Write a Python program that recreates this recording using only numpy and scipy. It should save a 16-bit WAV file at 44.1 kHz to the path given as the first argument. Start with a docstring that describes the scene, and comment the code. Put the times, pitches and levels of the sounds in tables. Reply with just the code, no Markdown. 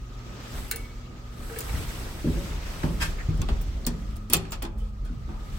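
"""An old lift, heard from a hand-held phone. From the start, machinery rumbles, hums and whines, and
clothes rustle. At 0.7 s and 1.5 s a hand taps the steel plate by the door, which clicks and rings.
From 1.7 s feet step into the car: the floor thuds and shudders, the door's hum fades, a heel taps and
a sole drags. Then a finger presses buttons that snap and squeak. A new hum starts with the press near
3.9 s; the loudest snap comes at 4.3 s, followed by the pings of a spring and a few soft rubs and thuds."""
import sys
import numpy as np
from scipy import signal
from scipy.fft import rfft, irfft, next_fast_len
from scipy.io import wavfile
from scipy.ndimage import uniform_filter1d, map_coordinates

SR = 44100
rng = np.random.default_rng(int(sys.argv[2]) if len(sys.argv) > 2 else 0)


def materialize(psi):
    """Save the field psi as 16-bit PCM at rate SR to the path in sys.argv[1].

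    A 1-D psi becomes a single channel; in a 2-D psi each row is a channel.
    """
    bounded = np.clip(np.atleast_2d(psi).T, -1, 1)
    quanta = np.round(bounded * 32767).astype(np.int16)
    wavfile.write(sys.argv[1], SR, quanta)


N = 246078
TIME = np.arange(N) / SR
INSIDE_S = 1.7  # when we step into the car

# Levels compare the rows of a table. A fade time (t60) is how long a sound takes to drop by 60 dB.
# The tone colour of five noises, from low to high: (frequency [Hz], level [dB])
RUMBLE_COLOUR = [(8.8, -47), (15, -32), (27, -0.5), (48, -1.5), (99, -18), (129, -20), (140, -15.5),
                 (180, -46.5), (310, -120)]
DRONE_COLOUR = [(76, -0.5), (130, -10), (173, -4.5), (247, -8.5), (301, -11), (553, -17), (1100, -29.5),
                (1430, -33), (2420, -120)]
RUSTLE_COLOUR = [(300, 4.5), (700, -1), (1500, -2.5), (3000, -5.5), (6000, -9), (8000, -18.5), (11000, -23)]
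FIZZ_COLOUR = [(5000, -30), (8000, 6), (11500, 4), (15000, 0.5)]
SOLE_COLOUR = [(500, -12), (950, -8.5), (1250, -2.5), (1650, -11.5), (2000, -7.5), (3000, -8.5),
               (6000, -12), (12000, -16), (16500, -28.5)]
# How alike a noise is on the left and right: (frequency [Hz], likeness [0 to 1])
STEREO_LIKENESS = [(30, 1), (100, 0.92), (290, 0.79), (640, 0.36), (1400, 0), (16000, 0)]
# How long the steel car echoes: (frequency [Hz], fade time [s])
ECHO_FADES = [(200, 0.23), (2000, 0.11), (6000, 0.086), (10000, 0.081), (14000, 0.037)]
# How hard the car sways: (time [s], rumble level [dB])
CAR_SWAY = [(0, -38), (.48, -41.5), (.57, -27), (.7, -40.5), (1.5, -40), (1.77, -25), (1.9, -32.5),
            (2.2, -33.5), (2.36, -27), (2.5, -31.5), (2.75, -35), (3.05, -26), (3.2, -31.5), (3.45, -24.5),
            (3.95, -33), (4.12, -27.5), (4.27, -43.5), (4.6, -35), (4.88, -31.5), (5.27, -31), (5.58, -31)]
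# How much the person moves: (time [s], rustle level [dB], fizz level [dB])
BODY_MOTION = [(0, -54.5, -69), (.23, -49, -91), (.57, -41.5, -47.5), (.8, -48.5, -54.5), (1.1, -52.5, -85),
               (1.35, -51.5, -63), (1.44, -46, -51), (1.77, -38.5, -45.5), (2.19, -43.5, -52.5),
               (2.47, -40, -50.5), (2.61, -42, -60), (2.72, -39.5, -51), (2.95, -44.5, -53.5),
               (3.1, -42, -54), (3.25, -45, -68.5), (4.12, -51.5, -65), (4.27, -58, -74), (4.5, -52.5, -88),
               (4.72, -61.5, -77), (5.33, -54.5, -71.5), (5.58, -47.5, -57.5)]
# The notes of a dragged sole: (pitch [Hz], width [Hz], level [dB])
SOLE_NOTES = [(930, 51, -1), (1595, 39, 7.5), (1770, 70, 4), (2570, 90, -3), (3200, 100, -6),
              (2205, 78.3, -11), (5125, 110, -4.5)]
# The notes of the car floor and of the door plate: (pitch [Hz], level [dB], fade time [s])
FLOOR_NOTES = [(42.9, -21, 0.83), (65.3, -1, 0.6), (93, 1, 0.17), (116, -1, 0.077), (157, -4, 0.91),
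               (165.7, -8.5, 0.85), (201, -9.5, 0.12), (242.7, 2, 0.16), (294, -0.5, 0.115),
               (338.3, -4, 0.25), (402.7, -8, 0.6), (470, -8.5, 0.15), (560, -6.5, 0.39)]
PLATE_NOTES = [(461.4, 2, 0.58), (810, -8, 0.1), (1510, -13, 0.23), (1666, 2, 0.045), (1750, 1, 0.05),
               (2024, -11, 0.46), (2120, -15, 0.4), (2240, -7.5, 0.82), (2800, -9, 0.077),
               (2710, -7.5, 0.36), (3140, -18, .14), (4240, -8, .2), (4106, 2, 0.034), (3920, -9, 0.14)]
# Blows on the floor and wall: (time [s], level [dB], favoured pitch [Hz])
FLOOR_THUDS = [(1.739, -22.5, 60), (2.244, -19.5, 290), (2.256, -18.5, 112), (2.271, -18, 230),
               (2.284, -22, 260), (2.365, -31, 480), (2.331, -27, 44.4), (2.8375, -17, 350),
               (2.838, -15.5, 143.6), (2.864, -39, 300), (3.287, -17, 113.4), (3.394, -18.5, 109),
               (3.488, -29.5, 334), (3.511, -23, 43.5), (3.87, -20, 212), (4.334, -21.5, 370),
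               (4.63, -29.5, 295.7), (3.903, -32.5, 161), (4.349, -25.5, 159), (4.298, -31, 326),
               (5.1, -32, 236), (5.28, -34, 257)]
# Taps on the door plate: (time [s], level [dB], favoured pitch [Hz], damping by the hand [dB/s])
HAND_TAPS = [(0.7124, -39.5, 4140, 18), (0.7137, -39, 1910, 22), (0.721, -51, 464, 95),
             (0.737, -49, 2200, 10), (0.764, -51.5, 455, 30), (1.5, -46, 450, 120),
             (1.561, -41.5, 1900, 600), (1.564, -40.5, 450, 300), (1.61, -48.5, 450, 300)]
# Short pitched ticks, taps and squeaks: (time [s], length [s], pitch [Hz], width [Hz], level [dB])
PITCHED_TICKS = [(1.605, 0.0138, 1520, 200, -48), (1.497, .012, 1500, 250, -44),
                 (1.53, .016, 1540, 200, -46), (1.606, 0.011, 2600, 300, -45),
                 (1.691, 0.014, 2210, 300, -42), (1.75, 0.012, 2000, 300, -41.5),
                 (2.832, 0.0063, 1410, 890, -33), (3.185, 0.01, 1900, 900, -42),
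                 (3.195, 0.025, 1840, 800, -40), (3.416, 0.002975, 2550, 400, -35),
                 (3.417, .003, 6400, 1800, -33.5), (3.8495, 0.0041, 4200, 700, -39),
                 (4.789, 0.045, 3120, 348, -61.5), (4.806, 0.057, 476, 45, -45.5),
                 (5.046, 0.071, 1490, 200, -56.5)]
# The notes of a button's spring: (pitch [Hz], level [dB], fade time [s])
SPRING_NOTES = [(7300, 0, 0.02), (14750, -4, .03)]
# The spring's jumps in its guide: (time [s], level [dB])
SPRING_JUMPS = [(4.338, -35), (4.367, -29.5), (4.374, -38.5), (4.508, -40), (4.52, -33), (4.528, -39),
                (4.555, -49)]
# The notes of the button panel, used to colour every click: (pitch [Hz], width [Hz], level [dB])
PANEL_NOTES = [(898, 610, 5.5), (2583, 370, -5), (3390, 450, -2.5), (4370, 220, -1), (5030, 390, -5.5),
               (5800, 200, -3.5), (6900, 440, -8.5), (8700, 450, -0.5), (10690, 430, -0.5),
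               (11700, 460, -14), (15100, 2000, 0)]
# Sharp clicks and a few soft, longer rubs:
# (time [s], level [dB], pitch [Hz], fade time [s], rattle compared with the crack [dB])
CLICKS_AND_RUBS = [(0.712, -8, 11500, 0.024, -30), (0.759, -17, 13900, 0.024, -23),
                   (1.499, -34, 2800, 0.013, -30), (1.56, -31, 1900, 0.036, -34),
                   (1.5873, -14.5, 12000, 0.022, -27), (1.605, -20.5, 8440, 0.027, -44),
                   (2.8337, -24, 1330, 0.019, -3.5), (3.3734, -37, 9000, 0.022, -23),
                   (3.4165, -17, 6560, 0.006, -10), (3.4868, -22.5, 2900, 0.014, -4),
                   (3.612, -32, 12800, 0.056, -19), (3.8655, -13.5, 5430, 0.0047, -20),
                   (3.866, -4, 10200, 0.011, -27), (3.8705, -8.5, 5160, 0.0045, -14),
                   (4.1593, -32, 7500, 0.006, -16), (4.1658, -22, 13500, 0.006, -23),
                   (4.299, -18.5, 9400, 0.02, -12), (4.326, -20, 9000, 0.014, -4),
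                   (4.3336, 9.5, 11200, 0.0093, -19.5), (4.452, -32.5, 2030, 0.025, -27.5),
                   (4.52, -21.5, 5900, 0.02, -7.5), (4.528, -30.5, 10350, 0.0066, 3.5),
                   (4.621, -39.5, 5000, 0.019, 11), (4.625, -15.5, 12500, 0.01, -21.5),
                   (4.6504, -38, 4930, 0.003, 14), (4.7781, -52.5, 8940, 0.28, -2),
                   (5.048, -48, 8030, 0.067, -1.5), (5.289, -41, 1190, 0.16, -5)]


def amp(db):
    """Turn decibels into a number to multiply by."""
    return np.exp(np.asarray(db) * np.log(10) / 20)


def unit(x):
    """Scale a signal to an average (rms) strength of 1."""
    return x / np.sqrt(np.mean(x ** 2) + 1e-20)


def after(s):
    """Seconds since time s, zero before it."""
    return np.maximum(TIME - s, 0)


def along(points, hz):
    """Read between a table's (frequency, value) points, with octaves evenly spaced."""
    f, v = np.transpose(points)
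    return np.interp(np.log(hz + 1), np.log(f + 1), v)


def curves(rows):
    """Join a table's points in time: one curve for each column after the first."""
    s, *columns = np.transpose(rows)
    return [np.interp(TIME, s, column) for column in columns]


def wobble(rate):
    """A smooth curve through rate random values a second."""
    return map_coordinates(rng.standard_normal(int(N * rate / SR) + 4), [TIME * rate])


def filtered(x, response):
    """Multiply each frequency in x by response(frequency)."""
    n = x.shape[-1]
    size = next_fast_len(n + 4096)
    return irfft(rfft(x, size) * response(np.fft.rfftfreq(size, 1 / SR)), size)[..., :n]


def resonance(f, hz, width_hz):
    """How strongly something that rings at hz answers the frequencies f."""
    return 1j * f * width_hz / (hz * hz - f * f + 1j * f * width_hz)


def noise(gain):
    """Stereo noise shaped by gain(frequency): both sides alike in the bass, unrelated higher up."""
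    def shape(f):
        angle = np.arccos(np.clip(along(STEREO_LIKENESS, f), -1, 1)) / 2
        return gain(f) * [np.cos(angle), np.sin(angle)]
    mid, side = filtered(rng.standard_normal((2, N)), shape)
    return unit(np.array([mid + side, mid - side]))


def patchy(x, depth_db):
    """Make small random patches of time and pitch louder or softer."""
    bands = signal.stft(x, nperseg=256)[2]
    patches = uniform_filter1d(rng.standard_normal(bands.shape[1:]), size=4, axis=0)
    patches = unit(uniform_filter1d(patches, size=8, axis=1))
    return unit(signal.istft(bands * amp(depth_db * patches), nperseg=256)[1][:, :N])


def ring(notes, t, scatter_db, split):
    """A struck object: each note, at a random strength, is two close tones that throb as they fade."""
    out = 0
    for hz, db, t60 in notes:
        level, apart = rng.standard_normal(2)
        pair = np.sin(2 * np.pi * hz * t) + 0.83 * np.sin(2 * np.pi * hz * (1 + split * apart) * t)
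        out = out + amp(db + scatter_db * level - 60 * t / t60) * pair
    return out


def add(track, s, sound):
    """Mix a sound into the track at s seconds."""
    part = track[..., round(s * SR):][..., :sound.shape[-1]]
    part += sound[..., :part.shape[-1]]


def echo(sound, shaft_db=-12, shaft_times_longer=5.5, dull_above_hz=3500):
    """The steel car echoes briefly; the shaft beyond answers weaker, longer and duller."""
    hz, t, bands = signal.stft(rng.standard_normal((2, SR // 3)), SR, nperseg=128)
    fall_db = -60 * t / along(ECHO_FADES, hz)[:, None]
    shaft = amp(shaft_db + fall_db / shaft_times_longer) / (1 + (hz[:, None] / dull_above_hz) ** 2)
    tail = signal.istft(bands * (amp(fall_db) + shaft), SR, nperseg=128)[1]
    delayed = np.pad(sound, ((0, 0), (60, 0)))
    return signal.fftconvolve(delayed, tail / np.linalg.norm(tail[0]), axes=1)


def machinery():
    """A deep rumble follows the car's sway; the shaft's drone is a little louder inside the car."""
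    rumble_db = curves(CAR_SWAY)[0] + 0.986 * wobble(7.4)
    rumble = amp(rumble_db) * noise(lambda f: amp(along(RUMBLE_COLOUR, f)))
    drone_db = -47 + 1.5 * (TIME > INSIDE_S) + 2.5 * wobble(9.9)
    return rumble + amp(drone_db) * noise(lambda f: amp(along(DRONE_COLOUR, f)))


def shudder(rise_s=0.0016, t60=0.91, dull_above_hz=510):
    """Each thud shakes the car: a dull noise with the floor's notes in it swells and dies away."""
    power = np.zeros(N)
    for s, db, _ in FLOOR_THUDS:
        power[round(s * SR)] = amp(db - 12) ** 2
    rise, fall = np.exp(-1 / (rise_s * SR)), amp(-60 / (t60 * SR)) ** 2
    power = signal.lfilter([1 - rise], [1, -rise], power)
    level = np.sqrt(signal.lfilter([1], [1, -fall], power))
    floor = lambda f: 4.5 + sum(np.abs(resonance(f, hz, 18)) ** 2 for hz, _, _ in FLOOR_NOTES)
    return level * noise(lambda f: amp(along(DRONE_COLOUR, f)) * floor(f) / (1 + (f / dull_above_hz) ** 2))


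def door_hum(fade_from_s=2.02, fade_db_per_s=32):
    """Mains electricity hums by the door and fades once we are in the car."""
    low, middle, high = (np.sin(2 * np.pi * hz * TIME) for hz in (119.5, 240, 358))
    tones = low + amp(-7 + wobble(3.4)) * middle + amp(-15.5) * high
    return amp(-44 - fade_db_per_s * after(fade_from_s) + 0.9 * wobble(6.05)) * tones


def car_hum(start_s=3.88, hz=105.5, rise_s=0.04, fade_db_per_s=3, waver_db=3):
    """An unsteady hum and its octave start in the car with a button press."""
    level = np.minimum(after(start_s) / rise_s, 1) * amp(-43 - fade_db_per_s * after(start_s))
    phase = 2 * np.pi * hz * TIME
    return level * sum(amp(waver_db * wobble(9)) * np.sin(k * (phase + 0.6 * wobble(8))) for k in (1, 2))


def whine(hz=1250, width_hz=110, rise_s=0.094):
    """The machinery's fuzzy whine swells in, wavers, and is weaker inside the car."""
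    level = amp(-56 - 2.5 * (TIME > INSIDE_S) + 2.5 * wobble(2.91))
    swell = 1 - 0.5 * np.exp(-(TIME / rise_s) ** 2)
    return level * swell * noise(lambda f: resonance(f, hz, width_hz) ** 2)


def small_rattles(per_s=110, spread_db=8, middle_hz=1900, t60=0.012):
    """Things on the moving body tick at random times, pitches and places from left to right."""
    out, t = np.zeros((2, N)), TIME[:SR // 40]
    for when, size, pitch, side in rng.random((int(per_s * N / SR), 4)):
        hz = middle_hz * 4 ** (pitch - 0.5)
        tick = amp(spread_db * size ** 2 - 60 * t / t60) * np.sin(2 * np.pi * hz * t)
        add(out, when * N / SR, tick * np.sqrt([[side], [1 - side]]))
    return out


def clothes():
    """Cloth and moving air hiss as the person moves; small rattles follow the rustle's level."""
    rustle_db, fizz_db = curves(BODY_MOTION)
    flutter_db = 0.3 * wobble(15) + 0.49 * wobble(60)
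    cloth = patchy(noise(lambda f: amp(along(RUSTLE_COLOUR, f))), depth_db=1.5)
    fizz = amp(fizz_db + flutter_db) * noise(lambda f: amp(along(FIZZ_COLOUR, f)))
    return amp(rustle_db + flutter_db) * cloth + fizz + amp(rustle_db - 3) * small_rattles()


def dragged_sole(start_s=2.997, rise_s=0.022, hold_s=0.036, t60=0.2, narrowest_hz=60):
    """A rubber sole drags once, sticking and slipping; the rubber damps its notes."""
    level = np.minimum(after(start_s) / rise_s, 1) * amp(-26.5 - 60 * after(start_s + hold_s) / t60)
    judder = amp(0.8 * wobble(90))
    notes = lambda f: sum(amp(db) * np.abs(resonance(f, hz, max(width_hz, narrowest_hz))) ** 2
                          for hz, width_hz, db in SOLE_NOTES)
    return level * judder * noise(lambda f: amp(along(SOLE_COLOUR, f)) * (1 + 3.7 * notes(f)))


def thuds(firm_db=-20, firm_rise_s=0.002, damped_t60=0.52):
    """Soft blows ring the floor; the foot damps it, so part of the sound dies early."""
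    out, t = np.zeros((2, N)), TIME[:SR // 2]
    damping = 1 + amp(-1.5 - 60 * t / damped_t60)
    for s, db, hz in FLOOR_THUDS:
        floor = ring(FLOOR_NOTES, t, scatter_db=3.5, split=0.034) * damping
        blow = filtered(floor, lambda f: resonance(f, hz, 0.9 * hz) ** 2)
        blow *= 1 - np.exp(-t / (firm_rise_s * amp(firm_db - db)))  # softer blows rise more slowly
        blow = amp(db) * blow[None] / np.abs(blow).max()
        add(out, s, blow)
        add(out, s, amp(-16) * echo(blow))
    return out


def plate_taps(buzz_depth=0.45):
    """A hand rings the steel plate and damps it by resting there; loose parts add a buzz."""
    out, t = np.zeros((2, N)), TIME[:SR // 2]
    for s, db, hz, damping in HAND_TAPS:
        plate = ring(PLATE_NOTES, t, scatter_db=2, split=0.012)
        tap = filtered(plate, lambda f: resonance(f, hz, 0.8 * hz))[None]
        buzz = unit(uniform_filter1d(rng.standard_normal(len(t)), size=300))
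        tap *= amp(db - damping * t) * (1 + buzz_depth * buzz)
        add(out, s, tap)
        add(out, s, amp(-5) * echo(tap))
    return out


def pitched_ticks():
    """Short ticks, taps and squeaks: noise around one pitch, with a faint octave above."""
    out = np.zeros((2, N))
    for s, length, hz, width_hz, db in PITCHED_TICKS:
        t = TIME[:round(length * 2 * SR)]
        band = lambda f, k: resonance(f, k * hz, k * width_hz) ** 2
        hiss = rng.standard_normal((2, len(t)))
        tone = unit(filtered(hiss, lambda f: band(f, 1) + amp(-24) * band(f, 2)))
        swell = np.minimum(t / (0.17 * length), 1) / (1 + (t / length) ** 8)
        add(out, s, amp(db) * swell * tone)
    return out


def spring(rise_s=0.001):
    """The spring under a button pings in short runs as it is pressed and let go."""
    out, t = np.zeros((2, N)), TIME[:SR // 12]
    for s, db in SPRING_JUMPS:
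        ping = amp(db) * ring(SPRING_NOTES, t, scatter_db=2, split=0.025)[None]
        ping *= np.minimum(t / rise_s, 1)
        add(out, s, ping)
        add(out, s, amp(-5) * echo(ping))
    return out


def clicks(lead_s=0.003, box_hz=594, dull_above_hz=8000):
    """Door plate, heel and buttons click: a faint touch, a crack, a rattle. Long, soft ones are rubs."""
    out, t = np.zeros((2, N)), TIME[:SR // 8]
    since_crack = np.maximum(t - lead_s, 0)
    colour = lambda f: 0.28 + sum(amp(db) * np.abs(resonance(f, hz, width_hz)) ** 2
                                  for hz, width_hz, db in PANEL_NOTES)
    box = lambda f: amp(-6) * resonance(f, box_hz, 0.9 * box_hz)  # the hollow behind the panel
    burst = lambda t, t60, rise_s=0.0007: (1 - np.exp(-t / rise_s)) * amp(-60 * t / t60)
    first_touch = amp(-29) * burst(t, t60=0.024)
    for s, db, hz, t60, rattle_db in CLICKS_AND_RUBS:
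        rattle_hz = 0.38 * hz
        dull = lambda f: resonance(f, rattle_hz, 2 * rattle_hz) / (1 + (f / dull_above_hz) ** 2)
        crack, rattle = rng.standard_normal((2, 2, len(t)))
        crack = unit(filtered(crack, lambda f: colour(f) * resonance(f, hz, 1.4 * hz) ** 2))
        rattle = unit(filtered(rattle, lambda f: colour(f) * dull(f) + box(f)))
        crack *= first_touch + burst(since_crack, t60)
        rattle *= amp(rattle_db) * burst(since_crack, 7.4 * t60, rise_s=0.00032)
        click = amp(db) * (crack + rattle)
        add(out, s - lead_s, amp(-7.5) * click)
        add(out, s - lead_s, amp(-10) * echo(click))
    return out


def scene():
    """All the sounds as they reach the phone's two microphones."""
    background = machinery() + shudder() + door_hum() + car_hum() + whine() + clothes()
    return background + dragged_sole() + clicks() + spring() + thuds() + plate_taps() + pitched_ticks()


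def record(dry):
    """The phone takes all treble from one microphone, late on the left, and cuts extreme lows and highs."""
    shared_above_hz, left_lag_s = 7400, 0.0002573
    bass_hz, dull_above_hz, top_hz = 28, 15900, 16640
    shared = lambda f: 1 / (1 + (shared_above_hz / (f + 1)) ** 26)
    lag = lambda f: np.exp(-1j * np.pi * f * left_lag_s * np.array([[1], [-1]]))
    band = lambda f: (f < top_hz) / np.sqrt((1 + (f / dull_above_hz) ** 60) * (1 + (bass_hz / (f + 1)) ** 6))
    lower = filtered(dry, lambda f: np.sqrt(1 - shared(f)))
    treble = filtered(dry[[1, 1]], lambda f: np.sqrt(shared(f)) * lag(f))
    return filtered(np.clip(lower + treble, -1, 1), band)


dry = scene()
out = record(dry)
materialize(out)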